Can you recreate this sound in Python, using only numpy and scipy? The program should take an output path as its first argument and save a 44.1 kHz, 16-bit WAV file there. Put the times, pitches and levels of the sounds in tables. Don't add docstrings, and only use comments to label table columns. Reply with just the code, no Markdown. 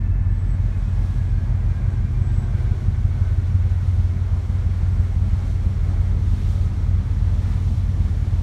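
import sys
import numpy as np
from scipy import signal
from scipy.fft import rfft, irfft
from scipy.io import wavfile
from scipy.ndimage import map_coordinates

SR = 44100
rng = np.random.default_rng(int(sys.argv[2]) if len(sys.argv) > 2 else 0)


def wav_record(signal):
    frames = np.transpose(np.atleast_2d(signal))
    bounded = np.clip(frames, -1, 1)
    quanta = np.round(bounded * 32767).astype(np.int16)
    wavfile.write(sys.argv[1], SR, quanta)


N = 371322
TIME = np.arange(N) / SR
FREQ = np.maximum(np.arange(N // 2 + 1) * SR / N, 1)

# frequency in Hz, relative level in dB per Hz.
ROAR_COLOUR = [(120, -11), (290, 2), (380, -1), (425, 1), (455, -2), (640, -1), (1050, -4.5), (1650, -8.5),
               (2020, -10), (2170, -8), (2300, -12), (2800, -21), (10000, -38), (17000, -57.5)]
# peak time in seconds, half width in seconds, change in dB.
ROAR_SURGES = [(.1, 0.44, -2.5), (1.15, .2, -1.2), (1.65, .13, 0.9), (2.08, 0.16, -1.7), (2.60, 0.25, 1.5),
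               (5.75, 0.43, 1.3), (7.49, .09, 3)]
ROAR_LEVEL_DB = -46

# time in seconds, echo delay in ms, basic echo strength (0 to 1, scaled for each source).
WALL = [(0, 9.15, .3), (1.05, 9.14, .27), (2.3, 8.32, .42), (3.3, 7.93, .28), (5, 7.8, .2),
        (6.3, 7.12, .19), (8.42, 6.8, .14)]
WHINE_ECHO = 1.8

# peak time in seconds, half width in seconds, change in dB.
DRONE_SWELL = (2.55, .45, 5.9)
DRONE_START_DB, DRONE_FADE_DB_PER_S = -56.5, .5

# peak time in seconds, half width in seconds, change in dB.
WHINE_SWELL = (2.37, 0.62, 3.4)
WHINE_START_DB, WHINE_FADE_DB_PER_S = -60.3, .57
ROTOR_START_HZ, ROTOR_SLOWING_PER_S = 885, .049

# start in seconds, length in seconds, level in dB.
WHISTLE_FLARES = [(.31, .26, -69.5), (.72, .62, -78), (1.87, .08, -77), (2.22, 0.26, -64.5),
                  (4.42, .2, -79), (4.80, .36, -77), (5.22, .3, -79)]
WHISTLE_IDLE_DB, WHISTLE_EDGE_S = -86.5, .04
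WHISTLE_START_HZ, WHISTLE_SAG_HZ_PER_S = 7874, 17

# frequency in Hz, relative level in dB per Hz.
BUFFET_COLOUR = [(12, -13.5), (23, -10), (32, -4.5), (50, 0), (85, -4.5), (120, -4.5), (150, -10.5),
                 (200, -10), (260, -15.5), (400, -26), (800, -51)]
# time in seconds, level in dB.
BUFFET_STRENGTH = [(0, -38), (.4, -40), (1.0, -37), (2.7, -36), (3.6, -39), (4.3, -37), (5.6, -34),
                   (8.42, -34.5)]
BUFFET_BOOST_DB = 3
# frequency in Hz, relative level in dB per Hz.
HISS_COLOUR = [(800, -8.5), (2000, -2.5), (3300, 2.5), (4400, 0), (5800, -1.5), (7400, -6), (9300, -8),
               (11500, -13.5), (17000, -25)]
# time in seconds, hiss level in dB.
BREEZE = [(0, -65.5), (.25, -66), (.75, -59.5), (1.55, -61), (2.5, -58.5), (5.8, -57), (8.42, -55.5)]
HISS_BOOST_DB = 1.82
# peak time in seconds, half width in seconds, change in dB.
GUSTS = [(.37, .03, 2), (1.09, 0.16, 3.5), (2.62, .04, 2), (2.80, .06, 0.5), (3.33, .16, 1),
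         (3.63, .09, -1), (3.93, .11, 1.4), (4.25, .2, -.8), (5.48, 0.19, 1.6), (6.50, 0.18, 3),
         (7.02, .22, -1.2), (7.45, .14, 2), (7.75, .08, 1.5)]
GUST_BRIGHTNESS = .35

# multiple of the engine cycle rate, rms level in dB.
EXHAUST_TONES = [(6, -34.6), (7, -29.3), (8, -26.1), (9, -45.9), (10, -40.3), (11, -40.7), (12, -28.5),
                 (13, -37.8), (14, -38.7), (15, -22.6), (16, -36.3), (17, -37.9), (18, -38.8), (19, -36.8),
                 (20, -33.5), (21, -38.5), (22, -45.3), (23, -49.4), (24, -43.4), (25, -47.7), (26, -51.5),
                 (27, -51.0), (28, -51.2), (29, -50.5), (30, -50.4), (31, -52.0), (32, -44.5), (33, -51.1),
                 (34, -57.5), (35, -54.6), (36, -52.8), (40, -53.6), (41, -59.6)]
# multiple of the cycle rate, peak time in seconds, half width in seconds, change in dB.
STANDING_SPOTS = [(7, 0.93, 2.0, 5), (7, 4.1, 0.99, -3), (8, 3.46, 1.1, -4.5), (12, .5, 1.2, -11),
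                  (15, 1.6, 1.3, -2.3), (15, 3.67, 0.85, 2), (19, 1.2, 1.5, 6.5), (19, 4.9, 0.64, -1.5),
                  (20, 2.4, 1.72, 15), (24, 3.8, 0.66, -12), (32, 3.9, 0.53, -10.5), (32, 7.0, 1.8, 6.5)]
CYCLE_HZ = 5.99
PUFFS_PER_CYCLE = 3

# frequency in Hz, width in Hz, depth in dB (negative).
PORT_NOTCHES = [(4910, 380, -4.5), (10370, 770, -5.5)]
TOP_HZ = 15700


def undb(db):
    return 10 ** (np.asarray(db) / 20)


def unit(x):
    return x / np.std(x)


def curve(rows, axis=1):
    rows = np.asarray(rows)
    return np.interp(TIME, rows[:, 0], rows[:, axis])


def swell(when, half_width, db):
    return db * np.exp(-((TIME - when) / half_width) ** 2)


def walk(rate):
    knots = rng.standard_normal(int(rate * N / SR) + 4)
    fine = signal.resample(knots, 16 * len(knots))
    knot_position = np.arange(len(fine)) * len(knots) / len(fine)
    return np.interp(TIME * rate, knot_position, fine)


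def turbulence(colour, flicker_db, flicker_rate, count=10):
    hz, db = np.transpose(colour)
    colour_db = np.interp(np.log(FREQ), np.log(hz), db, right=-100)
    spectrum = rfft(rng.standard_normal(N)) * undb(colour_db)
    octave = np.clip(np.log2(FREQ / 30), 0, count - 1)
    out = 0
    for k in range(count):
        band = irfft(spectrum * np.maximum(1 - abs(octave - k), 0), N)
        out = out + band * undb(flicker_db * walk(flicker_rate))
    return unit(out)


def tone(hz, rough, rough_rate, start=0):
    phase = 2 * np.pi * (np.cumsum(hz * np.ones(N)) / SR + start)
    level_shaken = np.sin(phase) * (1 + rough * walk(rough_rate))
    sideways = np.cos(phase) * rough * walk(rough_rate)
    return (level_shaken + sideways) / np.sqrt(.5 + rough ** 2)


def ventilation():
    surge_db = sum(swell(*surge) for surge in ROAR_SURGES)
    roar = turbulence(ROAR_COLOUR, flicker_db=.95, flicker_rate=9)
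    return roar * undb(ROAR_LEVEL_DB + surge_db)


def drone():
    hz = 3 * 1000 / curve(WALL)
    level_db = DRONE_START_DB - DRONE_FADE_DB_PER_S * TIME + swell(*DRONE_SWELL)
    return undb(level_db) * tone(hz, rough=4.4, rough_rate=70)


def whine():
    hz = ROTOR_START_HZ * np.exp(-ROTOR_SLOWING_PER_S * TIME)
    first = undb(-9) * tone(hz, rough=1.8, rough_rate=72)
    second = tone(2 * hz, rough=2.4, rough_rate=70)
    side = undb(-6) * tone(1.89 * hz, rough=1.8, rough_rate=45)
    third = undb(-9) * tone(2.97 * hz, rough=.9, rough_rate=50)
    level_db = WHINE_START_DB - WHINE_FADE_DB_PER_S * TIME + swell(*WHINE_SWELL)
    return undb(level_db) * (first + second + side + third)


def wall_echo(x, strength):
    delay_samples = curve(WALL) * SR / 1000
    late = map_coordinates(x, [np.arange(N) - delay_samples], order=3, mode="mirror")
    return x + strength * curve(WALL, axis=2) * late


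def whistle():
    gain = undb(WHISTLE_IDLE_DB)
    for start, length, db in WHISTLE_FLARES:
        inside = np.minimum(TIME - start, start + length - TIME)
        gain = gain + undb(db) * np.clip(.5 + inside / WHISTLE_EDGE_S, 0, 1)
    flutter_db = 2 * walk(18)
    hz = WHISTLE_START_HZ - WHISTLE_SAG_HZ_PER_S * TIME
    return gain * undb(flutter_db) * tone(hz, rough=.45, rough_rate=100)


def wind():
    buffet = turbulence(BUFFET_COLOUR, flicker_db=2, flicker_rate=16)
    buffet = buffet * undb(curve(BUFFET_STRENGTH) + BUFFET_BOOST_DB)
    gust_db = sum(swell(*gust) for gust in GUSTS) + .43 * walk(12)
    hiss = turbulence(HISS_COLOUR, flicker_db=.4, flicker_rate=18)
    hiss = hiss * undb(curve(BREEZE) + gust_db + HISS_BOOST_DB)
    treble = irfft(rfft(hiss) / (1 + (7500 / FREQ) ** 6), N)
    treble_db = GUST_BRIGHTNESS * gust_db - 1
    return buffet + hiss + treble * (undb(treble_db) - 1)


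def undertones():
    out = 0
    for order in np.arange(7, 22) + .5:
        out = out + tone(order * CYCLE_HZ, rough=.41, rough_rate=1.113, start=rng.random())
    return undb(-42) * out


def standing_wave(order):
    gain = undb(sum(swell(*spot) for k, *spot in STANDING_SPOTS if k == order))
    return gain / np.sqrt(np.mean(gain ** 2))


def exhaust():
    drift = [.06 * walk(.6) for _ in range(PUFFS_PER_CYCLE)]
    moment, turn = rng.random(2)
    steady_orders = [spot[0] for spot in STANDING_SPOTS]
    out = 0
    for order, db in EXHAUST_TONES:
        hz = order * CYCLE_HZ
        start = order ** 2 / PUFFS_PER_CYCLE + order * moment + turn + drift[order % PUFFS_PER_CYCLE]
        if order in steady_orders:
            sound = standing_wave(order) * tone(hz, rough=.071, rough_rate=2.7, start=start)
        else:
            sound = tone(hz, rough=.8, rough_rate=.7, start=start)
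        out = out + undb(db) * sound
    surge_db = .7 * walk(14)
    return out * undb(surge_db)


def scene():
    roar_and_drone = wall_echo(ventilation() + drone(), 1)
    echoed_whine = wall_echo(whine(), WHINE_ECHO)
    mix = roar_and_drone + echoed_whine + whistle() + wind() + undertones() + exhaust()
    return mix[None]


def record(dry):
    out = dry * np.sin(np.pi / 2 * np.minimum(TIME / .006, 1)) ** 2
    for hz, width, db in PORT_NOTCHES:
        b, a = signal.iirpeak(hz, hz / width, fs=SR)
        out = out + (undb(db) - 1) * signal.lfilter(b, a, out)
    top_cut = signal.ellip(10, .1, 80, TOP_HZ, fs=SR, output="sos")
    return signal.sosfilt(top_cut, out)


dry = scene()
out = record(dry)
wav_record(out)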